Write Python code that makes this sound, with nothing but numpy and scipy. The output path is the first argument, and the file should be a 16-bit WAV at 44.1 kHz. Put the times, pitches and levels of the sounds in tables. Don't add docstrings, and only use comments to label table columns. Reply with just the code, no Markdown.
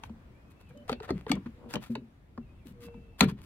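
import sys
import numpy as np
from scipy import signal
from scipy.fft import rfft, irfft
from scipy.io import wavfile
from scipy.ndimage import uniform_filter1d

SR = 44100
rng = np.random.default_rng(int(sys.argv[2]) if len(sys.argv) > 2 else 0)


def linear_from_db(decibels):
    return 10 ** (np.asarray(decibels, float) / 20)


def transcribe(u):
    v = np.clip(np.atleast_2d(u).T, -1, 1)
    q = np.round(v * 32767).astype(np.int16)
    wavfile.write(sys.argv[1], SR, q)


N = 152145

PORT_LAG = 4


def evened(x):
    return x / np.sqrt(np.mean(x ** 2) + 1e-20)


def peaked(x):
    return x / abs(x).max()


def read(points, hz):
    f, value = np.transpose(points)
    return np.interp(np.log(hz + 1), np.log(f + 1), value)


def add(mix, start_s, sound):
    part = mix[..., round(start_s * SR):][..., :sound.shape[-1]]
    part += sound[..., :part.shape[-1]]


# pitch_hz, level_db (per Hz)
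YARD = [(18, -30.5), (30, -16), (59, -10), (145, -19.5), (239, -17.5), (394, -25), (2410, -37), (6000, -52),
        (16000, -56)]
# pitch_hz, likeness (1 = same)
SAME = [(60, .98), (200, .93), (550, .4), (1650, -.15)]
# start_s, sleeve_and_hand_level_db, passing_traffic_level_db
STIR = [(0, -3, 6.5), (.45, -5.5, 3.5), (1.499, -1, 6), (2.0, -5.5, 0.5), (2.25, -8, 4.5), (2.7, -6, 8)]
YARD_DB, PATCHY_DB, SWELL_DB = -54, 1.5, .8


def yard():
    frames, hz = N // 256 + 5, np.fft.rfftfreq(1024, 1 / SR)
    t = np.arange(frames) * 256 / SR
    a, b, c, d, patches = rng.standard_normal((frames, 513, 5)).T
    patches = uniform_filter1d(patches, size=8, axis=0)
    patches = evened(uniform_filter1d(patches, size=14, axis=1))
    swell = evened(sum(np.sin(2 * np.pi * (f * t + rng.random())) / np.sqrt(f)
                       for f in np.geomspace(.3, 6, 20)))
    same = read(SAME, hz)[:, None]
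    left = a + 1j * b
    right = same * left + np.sqrt(1 - same ** 2) * (c + 1j * d)
    z = np.array([left, right])
    z *= linear_from_db(read(YARD, hz)[:, None] + PATCHY_DB * patches + SWELL_DB * swell)
    z /= np.sqrt(np.mean(signal.istft(z, nperseg=1024, noverlap=768)[1] ** 2))

    at, hand_db, road_db = np.transpose(STIR)
    high = (hz ** 2 / (hz ** 2 + 150 ** 2))[:, None]
    z *= linear_from_db(high * np.interp(t, at, hand_db) + (1 - high) * np.interp(t, at, road_db))
    floor = signal.istft(z, nperseg=1024, noverlap=768)[1][:, :N]
    return linear_from_db(YARD_DB) * floor * linear_from_db(np.array([[.7], [-.7]]))


WARBLE, FLUTTER_DB = .006, 2.2


def whistle(length_s, from_hz, to_hz, db):
    t = np.arange(0, length_s, 1 / SR)
    drift = uniform_filter1d(rng.standard_normal((2, SR // 2)), size=500)
    waver, flutter = uniform_filter1d(drift, size=500)
    glide = from_hz + (to_hz - from_hz) * t / length_s
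    hz = glide * (1 + WARBLE * evened(waver)[:len(t)])
    level = np.sqrt(2) * linear_from_db(db + FLUTTER_DB * evened(flutter)[:len(t)])
    return level * np.sin(np.pi * t / length_s) ** 0.2 * np.sin(2 * np.pi * np.cumsum(hz) / SR)


# start_s, length_s, from_hz, to_hz, level_db
COOS = [
    (.7, .055, 490, 520, -59),
    (.745, .09, 590, 580, -59),
    (.83, .04, 560, 490, -66),
    (1.55, .16, 495, 470, -64),
    (2.74, .24, 482, 468, -62),
    (2.99, .13, 460, 455, -70),
]
# start_s, length_s, from_hz, to_hz, level_db
NOTES = [(.33, .05, 2250, 2450, -80), (.45, .08, 2500, 2520, -81), (.672, .02, 3000, 3000, -76),
         (2.405, .035, 2800, 2650, -78), (2.44, .04, 2650, 2400, -81), (.37, .09, 2500, 2440, -80),
         (.57, .1, 2640, 2620, -71), (.67, .045, 2700, 2230, -75), (.765, .055, 3050, 3030, -72),
         (.95, .05, 2700, 2680, -74), (2.49, .045, 2500, 2500, -76), (2.54, .06, 2650, 2640, -77),
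         (2.6, .05, 2450, 2270, -77), (2.83, .16, 2665, 2675, -73), (2.92, .07, 2450, 2250, -79),
         (3.0, .18, 2665, 2630, -76)]


def birds():
    song = np.zeros(N)
    for start_s, *note in COOS + NOTES:
        add(song, start_s, whistle(*note))
    return np.array([song, song])


# pitch_hz, t60_s
BAY = [(100, 0.33), (1000, 0.095), (3000, 0.14), (8000, 0.055)]


def bay(x, like):
    taps = np.zeros((2, SR // 2))
    slots = np.arange(200, SR // 2 - 20, 20)
    at = slots + rng.integers(0, 20, (2, len(slots)))
    np.put_along_axis(taps, at, rng.choice([-1., 1.], at.shape), 1)
    taps[1] = like * taps[0] + np.sqrt(1 - like ** 2) * taps[1]
    hz, t, z = signal.stft(taps, SR, nperseg=256)
    tail = signal.istft(z * linear_from_db(-60 * t / read(BAY, hz)[:, None]), SR, nperseg=256)[1]
    return signal.fftconvolve(x, tail / np.linalg.norm(tail[0]), axes=1)[:, :N]


DETUNE, SPOT_DB = .03, 3.


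def ring(modes, seconds, luck):
    hz, db, t60 = np.transpose(modes)[:, :, None]
    t, k = np.arange(0, seconds, 1 / SR), len(modes)
    level = linear_from_db(db + SPOT_DB * luck[:k, None] - 60 * t / t60)
    wave = np.sin(2 * np.pi * hz * (1 + DETUNE * luck[k:2 * k, None]) * t)
    side = np.sign(luck[k - 1::-1, None])
    return (level * wave * side).sum(0)


def plate(lo_hz, hi_hz, t60, weight_db, count):
    hz = np.geomspace(lo_hz, hi_hz, count)
    return np.transpose([hz, weight_db(hz), t60 * np.sqrt(hz.mean() / hz)])


# pitch_hz, level_db, t60_s
PANEL = [(59, -8, .9), (129, 2, .2), (180, -3, .12), (248, 0, .14), (355, 0, .15), (404, -2, .12),
         (490, 0, .1), (580, -4, .08)]
PANEL_DB, SWELL_POWER = -6, 1.2


def knock(db, hz, cycles):
    t = np.arange(0, .5, 1 / SR)
    spent = t * hz / cycles
    flex = np.sin(2 * np.pi * hz * t) * spent ** SWELL_POWER * linear_from_db(-60 * spent)
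    push = np.sin(np.pi * np.clip(t[:400] * hz * 2, 0, 1)) ** 2
    trim = signal.fftconvolve(push, ring(PANEL, .5, rng.standard_normal(32)))[:len(t)]
    return linear_from_db(db) * (peaked(flex) + linear_from_db(PANEL_DB) * peaked(trim))


# start_s, peak_level_db, pitch_hz, cycles (to die by 60 dB)
KNOCKS = [(.097, -35, 220, 16), (.704, -47, 135, 8), (.745, -48, 215, 12), (.765, -49, 260, 10),
          (.803, -48, 240, 14), (.895, -28, 460, 12), (.915, -30, 243, 12), (1.007, -38, 430, 12),
          (1.106, -20, 375, 7), (1.118, -29, 270, 8), (1.132, -31, 200, 10), (1.15, -35, 170, 10),
          (1.267, -34, 448, 11), (1.301, -20, 260, 12), (1.319, -23, 280, 10), (1.331, -26, 210, 10),
          (1.352, -32, 240, 10), (1.37, -34, 190, 10), (1.458, -32, 230, 12), (1.655, -42, 234, 16),
          (1.74, -33, 260, 10), (1.756, -31, 217, 12), (1.897, -27, 230, 22), (1.957, -38, 410, 12),
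          (1.976, -36, 259, 10), (2.013, -40, 228, 16), (2.379, -34, 230, 14), (2.654, -44, 270, 10),
          (2.665, -43, 238, 12), (2.688, -44, 242, 12), (2.706, -45, 200, 8), (2.822, -49, 240, 12),
          (2.845, -47, 260, 10), (2.862, -48, 185, 12), (2.945, -42, 232, 14), (2.972, -42, 215, 12),
          (3.213, -16, 200, 10), (3.222, -20, 240, 10), (3.2335, -14, 235, 5), (3.247, -29, 190, 10),
          (3.262, -26, 130, 10), (3.274, -29, 180, 10), (3.315, -32, 200, 10)]
LEFT_LOW_DB = .8


def knocks():
    dull = np.zeros(N)
    for start_s, *push in KNOCKS:
        add(dull, start_s, knock(*push))
    return np.array([linear_from_db(LEFT_LOW_DB) * dull, linear_from_db(-LEFT_LOW_DB) * np.roll(dull, PORT_LAG)])


LEFT_DB, PORT_LIKE = 1.4, .6


def ports(a, b):
    right = PORT_LIKE * a + np.sqrt(1 - PORT_LIKE ** 2) * b
    return np.array([linear_from_db(LEFT_DB) * a, linear_from_db(-LEFT_DB) * np.roll(right, PORT_LAG)])


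GRIT_PER_S, GRIT_SPREAD_DB, GRIT_RING_DB, LUMP_DB = 8000, 2.8, 2, 1.8


def scrape(length_s, db, tilt_db):
    t = np.arange(8192) / SR
    stroke = np.sin(np.pi * np.clip(t / length_s, 0, 1) ** .7) ** 2
    stroke *= linear_from_db(LUMP_DB * evened(uniform_filter1d(rng.standard_normal(len(t)), size=350)))
    grit = rng.standard_normal((2, len(t)))
    grit *= linear_from_db(GRIT_SPREAD_DB * rng.exponential(1, len(t)))
    grit *= rng.random(len(t)) < GRIT_PER_S / SR

    hz = np.fft.rfftfreq(len(t), 1 / SR)
    skin = ring(plate(1000, 4500, 0.0099, lambda f: 0 * f, count=12), .05, rng.standard_normal(32))
    peaks = linear_from_db(GRIT_RING_DB) * evened(abs(rfft(skin, len(t)))[:1000])
    colour = linear_from_db(tilt_db * np.log2(hz / 2000 + .15))
    colour *= 1 + np.pad(peaks, (0, len(hz) - 1000))
    colour *= hz ** 2 / (hz ** 2 + 250 ** 2)
    return linear_from_db(db) * ports(*(evened(irfft(rfft(grit) * colour)) * stroke))


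# start_s, length_s, level_db, brightness_db_per_octave
SCRAPES = [(.02, .07, -60, -2), (.5, .035, -66, 0), (0.591, .05, -65, -2), (.685, .03, -66, 0),
           (1.13, .12, -59, -6), (0.874, 0.079, -49, -4.5), (1.017, 0.063, -45.5, -6.5),
           (1.075, .05, -43, -8), (1.275, 0.058, -42.5, -7), (1.349, 0.041, -42.5, -14.5),
           (1.457, 0.026, -48, -9.5), (1.562, 0.28, -52, -18), (1.682, 0.097, -50, -2),
           (1.74, 0.047, -33.5, -18.5), (1.798, 0.11, -52.5, -2.5), (1.891, 0.066, -60.5, -1),
           (2.644, 0.1, -60, 0.5), (2.798, 0.098, -54, -0.5), (2.869, 0.038, -56, -12),
           (3.18, .06, -48, -1), (3.215, .05, -36, -5), (3.208, 0.029, -22, -13),
           (3.269, 0.059, -44.5, -4.5), (3.365, 0.065, -59, -6), (3.402, 0.13, -59, -1)]


def scrapes():
    mix = np.zeros((2, N))
    for start_s, *stroke in SCRAPES:
        add(mix, start_s, scrape(*stroke))
    return mix


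SLIPS_PER_S, SLIP_SPREAD_DB, SLIP_MS = 5000, 4., 3.
TICK_DB, BODY_DB, SIZZLE_DB, SEAT_DB = 4., 7., 4., 3
CLIP_T60_S, BODY_T60_S, SIZZLE_T60_S = .011, .022, .008
FOCUS_OCT, SHOULDER_DB, SIZZLE_TILT_DB = .2, -6, -9


def slip_burst():
    t = np.arange(1024) / SR
    happens = rng.random(len(t)) < SLIPS_PER_S / SR
    size_db = SLIP_SPREAD_DB * (np.minimum(rng.exponential(1, len(t)), 3) - 5)
    sign = rng.choice([-1., 1.], len(t))
    slips = happens * sign * linear_from_db(size_db) * np.exp(-((t * 1000 - 1) / SLIP_MS) ** 2)
    slips[0] = .4
    return slips


def tick(db, body_db, sizzle_db, ring_hz, own=None):
    def focus(f):
        return SHOULDER_DB * (1 - np.exp(-(np.log2(f / ring_hz) / FOCUS_OCT) ** 2))

    slips = slip_burst()
    clip = plate(1500, 4800, CLIP_T60_S, focus, count=32)
    cover = plate(570, 1480, BODY_T60_S, lambda f: 0 * f, count=14)
    edge = plate(5583, 17370, SIZZLE_T60_S, lambda f: SIZZLE_TILT_DB * np.log2(f / 5000), count=30)
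    parts = ((clip, TICK_DB), (cover, BODY_DB + body_db), (edge, SIZZLE_DB + sizzle_db))
    faces = []
    for _ in range(2):
        face = 0
        for modes, part_db in parts:
            rung = signal.fftconvolve(slips, ring(modes, 0.028, rng.standard_normal(64)))
            face = face + linear_from_db(part_db) * peaked(rung)
        faces.append(face)
    if own:
        onset = np.minimum(np.arange(len(faces[0])) / SR * 1000 / SLIP_MS + .3, 1)
        for i in range(2):
            seated = ring(own, .06, .2 * rng.standard_normal(64))[:len(onset)] * onset
            faces[i] = faces[i] + linear_from_db(TICK_DB + SEAT_DB) * peaked(seated)
    return linear_from_db(db) * ports(*faces)


# start_s, peak_level_db, body_db (re peak), sizzle_db (re peak), loudest_ring_hz
TICKS = [(0.0355, -38, -4.5, -13, 1930), (0.0951, -62, 10, -9, 1610), (0.8944, -33.5, 5.5, -11, 1600),
         (0.9277, -31, -3, -18, 2620), (1.0015, -46, 2, -15, 3040), (1.0904, -37.5, -1.5, -29, 1680),
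         (1.1049, -33.5, 2.5, -15, 1410), (1.266, -41, 2, -44, 1640), (1.295, -35, -18.5, -17, 1670),
         (1.316, -20.5, -7.5, -8, 3650), (1.3537, -45, -11, -5, 1790), (1.4584, -57, 3, -20, 1530),
         (1.738, -32, -3, -1, 4700), (1.7555, -27.5, -8.5, -13.5, 3220), (1.953, -34.5, -2, -15.5, 2410),
         (2.3767, -55, 13.5, -38, 1430), (2.9426, -62, 8, -21, 2660), (.7083, -62, 0, -15, 2260),
         (.773, -64, -10, 2, 4700), (.88, -50, 0, -5, 4500), (.918, -44, 0, -10, 4400),
         (1.0306, -48, 0, -8, 1500), (1.7075, -48, 0, -5, 2240), (3.2285, -30, -3, -8, 3600),
         (3.2854, -43, -6, -12, 3200)]
SNAP = (3.207, -12, -14, -4, 4000)
# pitch_hz, level_db, t60_s
SEAT = [(673, -10, .04), (813, -3, .045), (960, -5, .04), (1340, -1, .035), (1820, -6, .025),
        (2200, -3, .025), (2622, -3, .025), (3187, -5, .02), (3505, -3, .025), (4021, 4, .022),
        (4334, 4, .02), (4936, -14, .015), (6223, -14, .012)]


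def clips():
    mix = np.zeros((2, N))
    for start_s, *slip in TICKS:
        add(mix, start_s, tick(*slip))
    add(mix, SNAP[0], tick(*SNAP[1:], own=SEAT))
    return mix


BAY_DB, BAY_LOW_DB, BIRD_ECHO_DB = -15, -16, -4


def scene():
    far, low = birds(), knocks()
    sharp = scrapes() + clips()
    outside = yard() + far + linear_from_db(BIRD_ECHO_DB) * bay(far, 0.43)
    panel = low + linear_from_db(BAY_LOW_DB) * bay(low, 1)
    return outside + panel + sharp + linear_from_db(BAY_DB) * bay(sharp, 0.11)


def low_pass(x):
    return signal.sosfilt(signal.butter(12, 16660, fs=SR, output="sos"), x)


LOW_CUT_HZ, EDGE_HZ, CEILING = 44, 16000, 1.3


def record(dry):
    cut = signal.sosfilt(signal.butter(2, LOW_CUT_HZ, "high", fs=SR, output="sos"), dry)
    limited = CEILING * np.tanh(cut / CEILING)
    edged = signal.oaconvolve(limited, signal.firwin(127, EDGE_HZ, fs=SR)[None], "same")
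    return low_pass(edged)


dry = scene()
out = record(dry)
transcribe(out)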